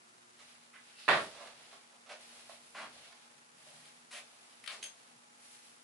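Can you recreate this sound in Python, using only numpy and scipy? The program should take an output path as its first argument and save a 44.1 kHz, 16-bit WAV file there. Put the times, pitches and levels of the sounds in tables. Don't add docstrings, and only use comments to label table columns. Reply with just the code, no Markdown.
import sys
import numpy as np
from scipy import signal
from scipy.fft import rfft, irfft, next_fast_len
from scipy.io import wavfile
from scipy.ndimage import map_coordinates

SR = 44100
rng = np.random.default_rng(int(sys.argv[2]) if len(sys.argv) > 2 else 0)


def materialize(psi):
    bounded = np.clip(np.atleast_2d(psi).T, -1, 1)
    quanta = np.round(bounded * 32767).astype(np.int16)
    wavfile.write(sys.argv[1], SR, quanta)


def gain_from_db(level_db):
    decades = np.asarray(level_db, float) / 20
    return 10 ** decades


N = 257103

# (frequency [Hz], correlation [-1 to 1])
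ROOM_LIKENESS = [(60, 0.63), (170, 1), (490, 0.79), (1410, 0.48), (4040, -0.21), (11600, -0.12)]


def unit(x):
    return x / np.sqrt(np.mean(x ** 2) + 1e-20)


def along(points, hz):
    f, v = np.transpose(points)
    return np.interp(np.log(hz + 1), np.log(f + 1), v)


def wobble(rate):
    knots = rng.standard_normal(int(N * rate / SR) + 4)
    return map_coordinates(knots, [np.arange(N) * rate / SR])


def filtered(x, response):
    n = x.shape[-1]
    padded = 2 * next_fast_len(n // 2 + 4096)
    spectrum = rfft(x, padded) * response(np.fft.rfftfreq(padded, 1 / SR))
    return irfft(spectrum, padded)[..., :n]


def stereo(pair, likeness):
    def mid_side_gains(hz):
        angle = np.arccos(np.clip(along(likeness, hz), -1, 1)) / 2
        return np.array([np.cos(angle), np.sin(angle)])
    mid, side = filtered(pair, mid_side_gains)
    return np.array([mid + side, mid - side])


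def rush(spectrum, likeness, grain_db):
    pair = rng.standard_normal((2, N)) * gain_from_db(grain_db * wobble(300))
    coloured = filtered(pair, lambda hz: gain_from_db(along(spectrum, hz)))
    return unit(stereo(coloured, likeness))


def background():
    # (frequency [Hz], relative density [dB per Hz])
    hiss_colour = [(15, -53), (25, -76), (69, -56.5), (125, -10.5), (188, -12), (237, -6.5), (313, -9),
                   (1340, -4.5), (1490, -6.5), (2820, -10), (3200, -11.5), (10400, -13.5), (11200, -16),
                   (14600, -48), (22000, -120)]
    # (frequency [Hz], correlation [-1 to 1])
    hiss_likeness = [(60, -0.35), (170, 0.72), (490, -0.41), (1410, -0.46), (4040, 0.031), (11600, -0.0097)]
    # (frequency [Hz], level before 0.39 s [dB], level from 0.39 s on [dB])
    mains_lines = [(114, -89.5, -93.5), (238.6, -79, -77.5), (361, -80, -104.5), (476, -99, -85.5),
                   (695, -85, -88), (840, -100, -79)]
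    hiss_db, step_s, waver_db = -61.5, 0.39, 1.5
    t = np.arange(N) / SR
    hum = np.zeros(N)
    for hz, first_db, later_db in mains_lines:
        level_db = np.where(t < step_s, first_db, later_db) + waver_db * wobble(5.24)
        hum += gain_from_db(level_db) * np.sqrt(2) * np.sin(2 * np.pi * (hz * t + rng.random()))
    return gain_from_db(hiss_db) * rush(hiss_colour, hiss_likeness, grain_db=-1.1) + hum


def arcs(start, held, db, rise, fall):
    t = np.arange(0, N + 64, 64)[:, None] / SR
    before = np.maximum(start - t, 0)
    after = np.maximum(t - start - held, 0)
    power = gain_from_db(2 * (db - rise * before - fall * after)).sum(1)
    return np.interp(np.arange(N) / SR, t[:, 0], np.sqrt(power))


def rumble():
    # (time of peak [s], upper band level [dB], lower band over upper [dB])
    swells = [(0.5, -88, -2), (1.0, -93, -3), (1.5, -77, -14), (2.48, -85, -2), (2.93, -79, -4),
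              (3.45, -82.5, -15), (3.8, -75, -17), (4.77, -91, 0), (5.21, -79.5, -20), (5.8, -86, -6)]
    # (centre [Hz], standard deviation of the gain curve [Hz])
    low_bands = [(80, 6.8), (155, 16)]
    slope = 51
    s, upper_db, lower_over_db = np.transpose(swells)
    total = np.zeros(N)
    for level_db, (centre, width) in zip((upper_db + lower_over_db, upper_db), low_bands):
        noise = rng.standard_normal(N)
        band = unit(filtered(noise, lambda hz: np.exp(-0.5 * ((hz - centre) / width) ** 2)))
        total += arcs(s, 0, level_db, slope, slope) * band
    return total


def handling():
    # (start [s], held [s], sleeve rustle [dB],
    # board dragging over rustle [dB], fine swish over rustle [dB])
    moves = [(0.42, 0.092, -63.5, -7.5, 0.5), (0.86, 0.046, -64, -13, -1), (1.0, 0.11, -58.5, -21, 1),
             (1.32, 0.11, -58, 2, -23), (1.6, 0.077, -59.5, -4, -2.5), (2.21, 0.29, -59.5, -5.5, 3.4),
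             (2.66, 0.091, -73, -2, 12.5), (2.92, 0.15, -59, -4, -1.5), (3.63, 0.22, -62, -5.5, 4.5),
             (4.27, 0.26, -65, -4, 3), (4.76, 0.047, -60, -2, -1), (4.97, 0.035, -72, -3.5, 8),
             (5.451, 0.11, -62, -12, 8.5), (5.62, .12, -69, -19, 3)]
    # (frequency [Hz], relative density [dB per Hz])
    drag_colour = [(150, -23.5), (400, -13), (680, -5), (1100, -11), (2000, -22), (4000, -21)]
    sleeve_colour = [(500, -65), (1200, -9), (2500, -2.5), (4500, -4), (7000, -16.5), (11000, -42)]
    swish_colour = [(2000, -31), (5000, -2), (7000, -1), (10000, 3), (12000, 3.5)]
    rise, fall = 161, 48.5
    s, held, sleeve_db, drag_db, swish_db = np.transpose(moves)
    flutter = gain_from_db(1.2 * wobble(25))
    rubbing = np.zeros((2, N))
    for over_db, colour in ((drag_db, drag_colour), (0, sleeve_colour), (swish_db, swish_colour)):
        gain = arcs(s, held, sleeve_db + over_db, rise, fall)
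        rubbing += gain * rush(colour, ROOM_LIKENESS, grain_db=1.0)
    return flutter * rubbing


def add(mix, s, dry, pan_db, wet_db=3, bend_db=300):
    # (frequency [Hz], reverberation time before the extra fade [s], build-up time constant [s])
    room = [(100, 1, 0.013), (304, 1, 0.013), (960, 0.47, 0.002), (2500, 0.45, 0.0017),
            (5300, 0.69, 0.0048), (10100, 0.3, 0.0044)]
    hz, t, grid = signal.stft(rng.standard_normal((2, SR // 2)), SR, nperseg=256)
    f, t60, rise = np.transpose(room)
    t60 = along(np.c_[f, t60], hz)[:, None]
    rise = along(np.c_[f, rise], hz)[:, None]
    fade = gain_from_db(-60 * t / t60 - bend_db * t ** 2) * (1 - np.exp(-t / np.abs(rise)))
    tail = stereo(signal.istft(grid * fade, SR, nperseg=256)[1], ROOM_LIKENESS)
    tail = gain_from_db(wet_db) * tail / np.linalg.norm(tail[0])
    tail[:, 0] += 1
    wet = signal.fftconvolve(dry[None], tail, axes=1)

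    def pan(f):
        return gain_from_db(np.outer([pan_db / 2, -pan_db / 2], 1 / (1 + (500 / (f + 1)) ** 2)))
    wet = filtered(wet, pan)
    at = mix[:, round(s * SR):][:, :wet.shape[1]]
    at += wet[:, :at.shape[1]]


def strokes():
    # (time [s], level [dB], length [s], board ring [dB], left-right [dB])
    board_touches = [(1.343, -59, 0.13, -3, -5.5), (1.47, -51.5, 0.01, -12, -2),
                     (1.72, -60.5, 0.022, 0.5, -6), (1.919, -75.5, 0.039, 6, -4),
                     (2.058, -63, 0.034, -3, -6), (2.089, -51.5, 0.052, -5, -2.5),
                     (2.493, -53.5, 0.0058, 3, -9), (3.122, -56.5, .008, -13, -10),
                     (3.662, -68, 0.02, 2.5, 0)]
    # (time [s], level [dB], body [Hz], treble [dB], left-right [dB])
    taps = [(1.628, -65, 3000, -1, -3), (3.852, -56.5, 2500, -3, 2), (4.522, -61, 2500, -6, -1),
            (4.637, -47, 2300, -11, 4), (4.659, -51, 2670, -8, 15), (4.674, -35, 2400, -14.5, 5.5),
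            (4.826, -42, 2800, -2.5, -6), (4.837, -46.5, 2980, 1, 10.5)]
    # (time [s], level [dB], length [s], body [Hz], width [octaves])
    scrapes = [(0.385, -64, 0.044, 2070, 1.2), (1.105, -58, 0.17, 3650, 0.64),
               (2.744, -48, 0.11, 1426, 1.014), (4.106, -56, 0.09, 2650, 1.12),
               (4.124, -51, 0.07, 2300, 0.62), (4.685, -49, 0.032, 1770, 0.83),
               (4.707, -53, 0.046, 2090, 1.22)]
    # (time [s], left-right [dB])
    hands = [(0.4, -4.5), (2.75, -1), (4.1, 1), (4.7, 0.5)]
    # (time [s], level [dB], length [s], centre [Hz], width [octaves])
    rubs_and_thuds = [(0.731, -55.5, 0.053, 1800, 0.57), (0.952, -59, 0.13, 2700, 0.13),
                      (0.971, -60, 0.15, 4300, 0.28), (2.768, -55, 0.11, 276, .6),
                      (4.721, -64, 0.13, 424, 1)]
    rows = []
    for s, db, length, ring_db, pan_db in board_touches:
        rows.append((s, db, length, 1860, 1, -17, ring_db, pan_db))
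    for s, db, hz, treble_db, pan_db in taps:
        rows.append((s, db, 0.007, hz, 0.7, treble_db, -23, pan_db))
    for s, db, length, hz, width in scrapes:
        treble_db = -13.5 + 13.5 * np.log2(hz / 2000)
        rows.append((s, db, length, hz, width, treble_db, -12.5, np.interp(s, *np.transpose(hands))))
    for s, db, length, hz, width in rubs_and_thuds:
        rows.append((s, db, length, hz, width, -22, -26, -2.5))
    return rows


def contacts():
    # (frequency [Hz], width of one of two cascaded resonances [Hz], relative level [dB])
    held_notes = [(659, 310, 1.1), (1067, 580, -6.5)]
    lead = 512
    mix = np.zeros((2, N))

    def damped_board(f):
        return sum(gain_from_db(db) * (1j * f * w / (c * c - f * f + 1j * f * w)) ** 2 for c, w, db in held_notes)

    for s, db, length, hz, width, treble_db, ring_db, pan_db in strokes():
        t = np.arange(round(length * SR) + 2000) / SR
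        noise, chance = rng.standard_normal((2, SR // 4))[:, :len(t)]
        grit = unit(noise * (1 + 3 * (chance > 2.4)))
        swell = 1 - np.exp(-t / (0.0022 + 0.027 * length))
        stroke = swell / (1 + (t / length) ** 8)

        def colour(f):
            body = np.exp(-0.5 * (np.log2((f + 1) / hz) / width) ** 2)
            treble = gain_from_db(treble_db) / (1 + (8000 / (f + 1)) ** 8)
            return 3 * (body + treble) + 9 * gain_from_db(ring_db) * damped_board(f)
        rub = filtered(np.pad(stroke * grit, (lead, 0)), colour)
        add(mix, s - lead / SR, gain_from_db(db) * rub, pan_db, wet_db=0.0, bend_db=1496)
    return mix


def board(hz):
    # (frequency [Hz], bandwidth [Hz], relative level [dB])
    modes = [(630, 600, 13.5), (860, 73, -3), (1340, 150, -20), (1577, 33, 17.5), (1880, 51, 7),
             (3120, 60, 3)]
    total = 0
    for k, (c, w, db) in enumerate(modes):
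        total = total + (-1) ** k * gain_from_db(db) * 1j * hz * w / (c * c - hz * hz + 1j * hz * w)
    return total


def causal(spectrum):
    def response(hz):
        cepstrum = irfft(np.log(gain_from_db(along(spectrum, hz))))
        cepstrum[1:len(cepstrum) // 2] *= 2
        cepstrum[len(cepstrum) // 2 + 1:] = 0
        return np.exp(rfft(cepstrum))[:len(hz)]
    return response


def slap():
    # (time [s], peak level before the room [dB], left-right [dB], room over direct [dB])
    cracks = [(1.0805, -16.5, -5, 12), (1.088, -16, -16, -3), (1.096, -17, -5.5, 6), (1.105, -17.5, 3, 3),
              (1.112, -16.5, 2.5, 3), (1.126, -21, 3, 4.5), (1.137, -21, 6, 1)]
    # (frequency [Hz], relative density [dB per Hz])
    slap_colour = [(40, -46), (100, -28), (170, -20), (240, -18.5), (400, -20), (650, -10), (900, -8.5),
                   (1400, -6.5), (2200, -12), (4300, -20), (5600, -34), (11000, -40)]
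    mix = np.zeros((2, N))
    t = np.arange(SR // 8) / SR
    for s, db, pan_db, room_db in cracks:
        crack = 0.16 * rng.standard_normal(len(t)) * gain_from_db(-60 * t / 0.013)
        crack[0] -= 1
        crack = filtered(crack, lambda hz: causal(slap_colour)(hz) * (1 + 0.2 * board(hz)))
        add(mix, s, gain_from_db(db) * crack / np.abs(crack).max(), pan_db, room_db)
    return mix


def clinks():
    # (time [s], level [dB])
    touches = [(4.66, -71), (4.72, -62), (4.828, -49), (4.842, -48.5), (4.87, -53)]
    # (frequency [Hz], mean relative level [dB], time to fall 60 dB [s])
    metal_modes = [(3149, -4, .07), (6331, 0, .14), (6368, -1, .17), (8963, -10, .08), (9846, -12, .08)]
    mix = np.zeros((2, N))
    t = np.arange(SR // 4) / SR
    for s, db in touches:
        ring = np.zeros(len(t))
        for hz, level, t60 in metal_modes:
            decay = gain_from_db(level + rng.normal(0, 1.5) - 60 * t / t60)
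            ring += decay * np.sin(2 * np.pi * hz * t)
        add(mix, s, gain_from_db(db) * ring, 3.0, wet_db=-9, bend_db=3000)
    return mix


def scene():
    return background() + rumble() + handling() + contacts() + slap() + clinks()


def roll_off(x):
    return signal.sosfilt(signal.butter(12, 12190, fs=SR, output="sos"), x)


def record(dry):
    mix = filtered(dry, lambda hz: hz < 11150)
    return roll_off(mix)


dry = scene()
out = record(dry)
materialize(out)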